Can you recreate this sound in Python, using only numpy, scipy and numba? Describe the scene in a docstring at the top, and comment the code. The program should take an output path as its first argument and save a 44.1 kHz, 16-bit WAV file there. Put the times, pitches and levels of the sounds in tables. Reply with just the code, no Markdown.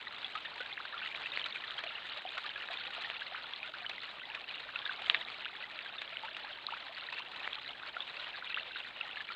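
"""A sheet of water falls from a spillway into a garden pond, heard outdoors by a small narrow-band microphone.
The churned water hisses as bands of noise; trapped air bubbles ring as decaying sines that glide in pitch.
Droplets tick as bare clicks, and slaps of spray are bursts of noise.
A bird's feet knock twice on a plastic basin, whose modes ring as damped resonators.
Wavering sines give a faint pump hum and electronic whine, with a faint hiss."""
import sys
import numpy as np
from scipy import signal
from scipy.io import wavfile
from numba import njit

SR = 44100
rng = np.random.default_rng(int(sys.argv[2]) if len(sys.argv) > 2 else 0)


def to_wav(sig):
    """Store sig (one row per channel, or 1-D mono) as 16-bit WAV at the path in sys.argv[1].

    Samples outside -1..1 are clipped; the rate is SR.
    """
    pcm = np.clip(np.atleast_2d(sig), -1, 1) * 32767
    pcm = np.round(pcm).astype(np.int16)
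    wavfile.write(sys.argv[1], SR, pcm.T)  # frames by channels


def linear_from_db(decibels):
    """Turn decibels (scalar or array-like) into linear amplitude factors; 0 gives 1."""
    return 10 ** (np.asarray(decibels, float) / 20)


N = 412335

# Sharpest slaps of spray, strength in the treble: start_s, level_db
SHARP_SLAPS = [(0.354, -58.5), (0.607, -61), (1.373, -61), (1.4597, -54), (1.787, -57), (1.8366, -58),
               (2.378, -54), (2.654, -64.5), (3.019, -56.5), (3.6575, -70), (3.894, -55), (4.0328, -61.5),
               (4.348, -58.5), (4.6997, -69), (6.016, -57), (6.366, -58), (7.124, -59.5), (7.191, -58.5)]
# Level of the water's sound, which swells at times: time_s, level_db
FALL_LEVEL = [(0, -45), (.5, -45.5), (.9, -46), (1.2, -43.5), (1.45, -43.5), (1.7, -45), (2.2, -45.5),
              (2.75, -44.5), (3.2, -46), (4.9, -46), (5.12, -41.5), (5.25, -44), (5.45, -46.5), (7, -47),
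              (7.5, -44.5), (8.1, -46), (9.35, -46)]
# Feet on the basin, levels before the filters: start_s, peak_db, crack_hz, snap_db
FOOT_KNOCKS = [(5.0983, -5.5, 3260, -33), (5.1455, -6, 2410, -51)]
# Modes of the plastic basin, levels relative to one another: pitch_hz, level_db, t60_s
BASIN_MODES = [(1220, 0, 0.022), (1660, 8, 0.008), (2100, -13, 0.024), (2440, 5, 0.0089), (2880, -6, 0.023),
               (3300, -15, 0.026), (3700, 1.5, 0.01)]
# Relative spectral density of the water: pitch_hz, level_db (per Hz)
WATER_SPECTRUM = [(18, -52), (30, -20.5), (378, -9), (706, -4.5), (1030, -4), (1400, -7.5), (1550, -6),
                  (1950, -4.5), (2170, -10.5), (2670, -1), (3720, -6), (4300, 0), (5590, -24.5),
                  (9460, -120)]
# Faint steady tones of the electronics: pitch_hz, level_db (rms)
WHINE_TONES = [(7768, -100), (7795, -104), (7827, -100), (15590, -114)]
# Hum of the pump: pitch_hz, level_db (rms)
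PUMP_TONES = [(59, -85), (124, -83.5)]
# Loudest drops, each plucking the bubble it traps; levels before the filters: start_s, peak_db, pitch_hz, t60_ms
LOUD_DROPS = [(0.245, -26.5, 3360, 26), (0.353, -30.5, 1250, 100), (0.6039, -35, 1466, 115),
              (0.606, -37.5, 524, 25), (0.727, -30, 3470, 15), (0.853, -30.5, 1530, 17),
              (0.9423, -33, 1360, 58), (1.017, -35, 1510, 52), (1.1479, -26.5, 2350, 10),
              (1.319, -29.5, 3700, 20), (1.3738, -17.5, 2250, 3.7), (1.4154, -27.5, 3120, 14),
              (1.4414, -32, 3930, 29), (1.458, -33, 3500, 38), (1.549, -36, 2600, 14),
              (1.5583, -28.5, 2430, 26), (1.679, -31.5, 3600, 12), (1.7076, -24, 3180, 3.2),
              (1.7808, -30, 3230, 34), (1.838, -39.5, 660, 61), (2.2516, -33.5, 735, 64),
              (2.4632, -33, 1730, 36), (2.492, -28, 3120, 13), (2.559, -33, 1660, 47),
              (2.687, -27, 1650, 6.6), (2.74, -32.5, 2460, 23), (2.772, -30, 3550, 19),
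              (2.868, -32.5, 2540, 17), (2.9803, -39.5, 682, 52), (3.046, -32, 1850, 49),
              (3.1006, -20, 2930, 2.5), (3.5355, -26, 3380, 12), (3.63, -27.5, 2450, 15),
              (3.864, -30.5, 3020, 29), (3.981, -35.5, 2050, 17), (4.3478, -31, 2600, 8.2),
              (4.759, -34.5, 1410, 56), (4.7894, -27, 3240, 10), (4.8544, -29.5, 3600, 21),
              (4.8616, -29.5, 1660, 39), (5.062, -30, 3300, 9), (5.151, -27, 1820, 14),
              (5.165, -30, 3370, 12), (5.285, -30.5, 2340, 8), (5.4474, -28.5, 2800, 11),
              (5.4555, -22, 3000, 2.3), (5.7901, -24, 2320, 3), (5.8602, -34.5, 1620, 35),
              (5.9836, -32.5, 3590, 43), (6.125, -47, 658, 94), (6.17, -25, 2970, 10),
              (6.2348, -36.5, 875, 130), (6.667, -17, 4070, 4.3), (6.893, -46, 646, 160),
              (7.1266, -30.5, 2540, 13), (7.1842, -32, 2680, 29), (7.476, -20, 1920, 3.4),
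              (7.5312, -24, 3350, 5.4), (7.833, -34, 1500, 22), (7.9653, -38, 710, 25),
              (8.27, -35.5, 1870, 22), (8.374, -40.5, 1164, 54), (8.502, -31, 2580, 25),
              (8.5442, -24.5, 2720, 21), (8.583, -32.5, 1950, 30), (9.2053, -31, 1740, 27),
              (9.289, -32.5, 2350, 32), (9.303, -34.5, 1365, 72)]
# Loudest gulps of air dragged under, levels before the filters; rise is a share of the pitch, reached at t60:
# start_s, peak_db, pitch_hz, rise
LOUD_GULPS = [(0.775, -32, 1340, 2), (0.8003, -35, 1050, 1.4), (1.441, -29, 2880, .24),
              (1.8605, -41, 720, -0.48), (1.8726, -31, 2770, 0.073), (2.29, -32.5, 3470, 0.071),
              (2.371, -35.5, 1300, 0.4), (2.6995, -42, 653, 0.45), (3.2183, -31.5, 1520, 0.32),
              (3.318, -43.5, 650, .7), (3.3456, -33, 1050, 2.3), (3.441, -37.5, 1345, 0.24),
              (3.738, -36, 1240, 0.94), (3.846, -35.5, 1400, 0.96), (4.688, -38, 1290, 0.83),
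              (4.758, -25, 2640, 0.009), (4.8936, -26.5, 1590, -0.1), (4.9107, -37, 970, 1.5),
              (5.2117, -29.5, 3560, 0.15), (5.459, -34, 1270, 1), (6.282, -36, 1340, 0.87),
              (6.441, -41.5, 730, 1.15), (6.685, -33.5, 1020, 0.95), (6.7228, -35.5, 850, 0.33),
              (6.7355, -33, 1160, .9), (7.087, -33, 1930, -0.12), (7.2, -40.5, 880, 1.),
              (7.966, -29.5, 1400, 0.018), (8.0045, -26, 3270, 0.19), (8.423, -36, 1320, 0.57),
              (8.5713, -29, 1120, 1.6), (8.758, -32.5, 1380, .55), (9.0105, -24.5, 2790, -0.13)]

PLUCKED_LIFE_S, OTHER_LIFE_S = 0.045, 0.07   # longest life of a loud drop's bubble, and of any other
TREBLE_LOW_HZ, TREBLE_HIGH_HZ = 7500 / 1.46, 7500 * 1.03   # faint treble above the microphone's band


def rms_one(x):
    """Normalisation: divide by the root mean square."""
    return x / np.sqrt(np.mean(x ** 2) + 1e-20)


def water_db(hz):
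    """Spectral colour: level of the water at a pitch, read along log frequency."""
    table_hz, level_db = np.transpose(WATER_SPECTRUM)
    return np.interp(np.log(hz), np.log(table_hz), level_db)


def drift(rate_hz):
    """Low-pass random modulation: noise through two equal poles, rms 1."""
    step = 40   # samples between slow values
    pole = np.exp(-2 * np.pi * rate_hz * step / SR)
    noise = rng.standard_normal(N // step + 2002)
    slow = signal.lfilter([1], [1, -2 * pole, pole * pole], noise)[2000:]
    return np.interp(np.arange(N) / step, np.arange(len(slow)), rms_one(slow))


def band(x, low_hz, high_hz, order=2):
    """Band-pass filtering: keep the energy between two corners."""
    return signal.sosfilt(signal.butter(order, [low_hz, high_hz], "band", fs=SR, output="sos"), x)


def decay(impulses, t60):
    """Exponential decay: each impulse falls by 60 dB in t60 seconds."""
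    return signal.lfilter([1], [1, -linear_from_db(-60 / (t60 * SR))], impulses)


def ring(clicks, hz, t60):
    """Damped resonance: a unit click starts a decaying sine of initial height 1."""
    radius, angle = linear_from_db(-60 / (t60 * SR)), 2 * np.pi * hz / SR
    feedback = [1, -2 * radius * np.cos(angle), radius * radius]
    return signal.lfilter([0, np.sin(angle)], feedback, clicks)


def microphone(x):
    """Band limitation: the response falls steeply above 3846 Hz."""
    return signal.sosfilt(signal.cheby1(5, 0.6, 3846, fs=SR, output="sos"), x)


def tones(lines, waver_db):
    """Amplitude modulation: sines of steady pitch whose levels waver slowly."""
    t = np.arange(N) / SR
    total = 0
    for hz, db in lines:
        level = np.sqrt(2) * linear_from_db(db + waver_db * drift(2.7))
        total = total + level * np.sin(2 * np.pi * hz * t)
    return total


def electronics():
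    """Electronic self-noise: white hiss and faint steady whines."""
    hiss = linear_from_db(-86) * rng.standard_normal(N)
    return hiss + tones(WHINE_TONES, waver_db=0.3)


def pump_hum():
    """Low hum of the pump: wavering sines."""
    return tones(PUMP_TONES, waver_db=1.0)


def basin(crack_t60, ring_db, scuff_db, scuff_t60):
    """Modal excitation: each foot gives a crack, rings the modes afresh and scuffs; returns knocks and snaps."""
    out, clicks, snaps = np.zeros(N), np.full(N, 1e-18), np.full(N, 1e-18)
    for s, peak_db, crack_hz, snap_db in FOOT_KNOCKS:
        blow = np.full(N, 1e-18)
        blow[round(s * SR)] = linear_from_db(peak_db)
        out += ring(blow, crack_hz, crack_t60)
        clicks += blow
        snaps[round(s * SR) + 25] = linear_from_db(snap_db)   # the claw slips just after contact
    scuff = rms_one(band(rng.standard_normal(N), 1100, 5100, order=1))
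    out += linear_from_db(scuff_db) * decay(clicks, scuff_t60) * scuff
    for k, (hz, level_db, t60) in enumerate(BASIN_MODES):
        strength = linear_from_db(level_db + ring_db + rng.normal(0, 2.2, N))   # differs from knock to knock
        out += ring(clicks * strength * (-1) ** k, hz, t60)
    return band(out, 1550, 15000), band(snaps, 5500, 15000)


def droplets(per_s, spread_db, clump_db):
    """Random impulses: spray ticks on the surface as bare clicks in flurries; rms 1."""
    hit = rng.random(N) < per_s * linear_from_db(clump_db * drift(14)) / SR
    sizes = linear_from_db(spread_db * np.minimum(rng.exponential(1, N), 4))
    signs = rng.choice([-1, 1], N)
    return rms_one(hit * sizes * signs + 1e-18)


def splashing(slaps, t60):
    """Noise bursts: loudness jumps within a millisecond or so at each slap and dies away."""
    envelope = signal.lfilter([0.04], [1, -0.96], decay(slaps, t60))
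    return envelope * rng.standard_normal(N)


def small_slaps(per_s, spread_db):
    """Random noise bursts: spray slaps the surface at chance moments; rms 1."""
    hit = rng.random(N) < per_s / SR
    slaps = hit * linear_from_db(spread_db * np.minimum(rng.exponential(1, N), 2.5))
    return rms_one(splashing(slaps, t60=0.034))


def sharp_slaps():
    """Timed noise bursts: the slaps that stand out."""
    slaps = np.zeros(N)
    s, level_db = np.transpose(SHARP_SLAPS)
    slaps[(s * SR).astype(int)] = linear_from_db(level_db)
    return splashing(slaps, t60=0.041)


@njit
def add(out, rows, phases, sr, bend, life):
    """Bubble resonance: a sine swells, decays and glides (as time to the power bend) until it bursts."""
    for k in range(len(rows)):
        s, peak, hz, swell, t60, rise = rows[k]
        fade, start = t60 / np.log(1000), int(s * sr)
        crest = swell * np.log(1 + fade / swell)   # moment of the greatest height
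        peak /= (1 - np.exp(-crest / swell)) * np.exp(-crest / fade)
        for i in range(min(int(min(t60, life) * sr), len(out) - start)):
            t = i / sr
            cycles = hz * t * (1 + rise * (t / t60) ** bend / (bend + 1))
            envelope = (1 - np.exp(-t / swell)) * np.exp(-t / fade)
            out[start + i] += peak * envelope * np.sin(2 * np.pi * cycles + phases[k])


def gulps(out):
    """Rising bubble resonance: air dragged under pinches off softly, most gliding upward as it surfaces."""
    s, peak_db, hz, rise = np.transpose(LOUD_GULPS)
    swell_s = 0.008 + 0 * s
    t60 = 23.5 / hz   # it rings for a set number of cycles
    phases = rng.uniform(0, 2 * np.pi, len(s))
    add(out, np.c_[s, linear_from_db(peak_db), hz, swell_s, t60, rise], phases, SR, 1., OTHER_LIFE_S)


def drops(out):
    """Impact and plucked resonance: a drop clicks and its bubble curls upward; returns the bare clicks."""
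    s, peak_db, hz, t60_ms = np.transpose(LOUD_DROPS)
    t60 = np.maximum(t60_ms, 2) / 1000
    swell_s = 0.00012 + 0 * s
    rise = 130000 * t60 ** 2 / hz   # pitch gains 130000 Hz/s^2 times time squared
    phases = rng.uniform(0, 2 * np.pi, len(s))
    add(out, np.c_[s, linear_from_db(peak_db), hz, swell_s, t60, rise], phases, SR, 2., PLUCKED_LIFE_S)
    # a big drop traps a lower bubble and clicks harder: 5.5 dB per octave below 2 kHz
    impact_db = peak_db + 10 + 5.5 * np.log2(2000 / hz)
    impacts = np.full(N, 1e-18)
    impacts[(s * SR).astype(int)] = linear_from_db(impact_db)
    return impacts


def clear_bubbles():
    """Superposition: the gulps and drops that stand out; also the bare clicks of the drops."""
    out = np.zeros(N)
    gulps(out)
    impacts = drops(out)
    return out + band(impacts, 800, 6000, order=1), impacts


def swarm(count, low_hz, high_hz, cycles, spread_db, rise, clump_db):
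    """Statistical superposition: many small bubble resonances born in clumps; rms 1."""
    chance = np.cumsum(linear_from_db(clump_db * drift(22)))
    when, pitch, size, length, glide, soft, phase = rng.random((count, 7)).T
    s = np.interp(when * chance[-1], chance, np.arange(N) / SR)
    hz = low_hz * (high_hz / low_hz) ** pitch
    size_db = spread_db * np.minimum(-np.log(size), 3)   # few large, many small
    peak = linear_from_db(water_db(hz) + size_db) * np.sqrt(hz)
    t60 = cycles / hz * 6.5 ** (length - 0.5)
    swell = np.where(soft < 0.15, 0.047 * t60, 0.0002)   # some grow softly, most are plucked
    rises = rise * (glide ** 3 - 0.08)   # few glide far upward, some sink a little
    out = np.zeros(N)
    add(out, np.c_[s, peak, hz, swell, t60, rises], 2 * np.pi * phase, SR, 1., OTHER_LIFE_S)
    return rms_one(out)


def churn(patchy_db):
    """Turbulent noise: third-octave bands, the upper ones flickering at random, partly together; rms 1."""
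    out, together = 0, drift(20)
    edges = 22 * 2 ** np.arange(0, 8.4, 1 / 3)
    white = rng.standard_normal((2, N))   # neighbouring bands take turns
    for k, (low, high) in enumerate(zip(edges, edges[1:])):
        hz = np.sqrt(low * high)
        flicker_share = np.clip(np.log2(hz / 350), 0, 1)   # the low rumble is steady
        flicker_db = patchy_db * flicker_share * (0.89 * together + drift(41))
        out = out + linear_from_db(water_db(min(hz, 3700)) + flicker_db) * band(white[k % 2], low, high)
    return rms_one(out)


def falling_water(spray):
    """Superposition: churned water, fizzing and gurgling bubbles, and spray make the fall."""
    fizz = swarm(count=5200, low_hz=1191, high_hz=5313, cycles=33.3, spread_db=4.5, rise=1.0, clump_db=4.5)
    gurgle = swarm(count=600, low_hz=533.3, high_hz=1683, cycles=40, spread_db=2.5, rise=2.2, clump_db=3.0)
    fall = linear_from_db(-3.0) * churn(patchy_db=2.5)
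    fall = fall + linear_from_db(-1.0) * fizz + linear_from_db(-14.5) * gurgle
    return fall + linear_from_db(-5.5) * rms_one(band(spray, 1300, 6000))


def scene():
    """Linear mixing: the sources pass the microphone's band, with faint treble above it."""
    churn_db = np.interp(np.arange(N) / SR, *np.transpose(FALL_LEVEL))
    flow = linear_from_db(churn_db)
    spray = linear_from_db(-6.5) * droplets(per_s=380, spread_db=9.5, clump_db=4.0)
    spray = spray + small_slaps(per_s=90, spread_db=6.0)
    slaps = sharp_slaps()
    knocks, snaps = basin(crack_t60=0.0042, ring_db=-17, scuff_db=-21, scuff_t60=0.06)
    bubbles, impacts = clear_bubbles()

    # the faint treble hiss above the microphone's band gains 2 dB per dB of the fall's level
    treble_level = linear_from_db(-81 + 2 * (churn_db - churn_db.mean()))
    rough_noise = spray + linear_from_db(-6) * rng.standard_normal(N)
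    treble_hiss = treble_level * rms_one(band(rough_noise, TREBLE_LOW_HZ, TREBLE_HIGH_HZ))
    treble_bursts = band(slaps + linear_from_db(-32.5) * impacts, TREBLE_LOW_HZ, TREBLE_HIGH_HZ)
    treble = treble_hiss + treble_bursts + snaps

    heard = flow * falling_water(spray) + band(bubbles, 310, 15000) + knocks
    heard = heard + linear_from_db(31.5) * band(slaps, 980, 12000)   # a slap is far louder inside the band
    return (microphone(heard) + treble + pump_hum())[None]


def band_limit(x):
    """A steep low-pass at the top of the band."""
    return signal.sosfilt(signal.butter(12, 15740, fs=SR, output="sos"), x)


def record(dry):
    """Additive noise: the electronics add a faint hiss and whine."""
    mix = dry + electronics()
    return band_limit(mix)


dry = scene()
out = record(dry)
to_wav(out)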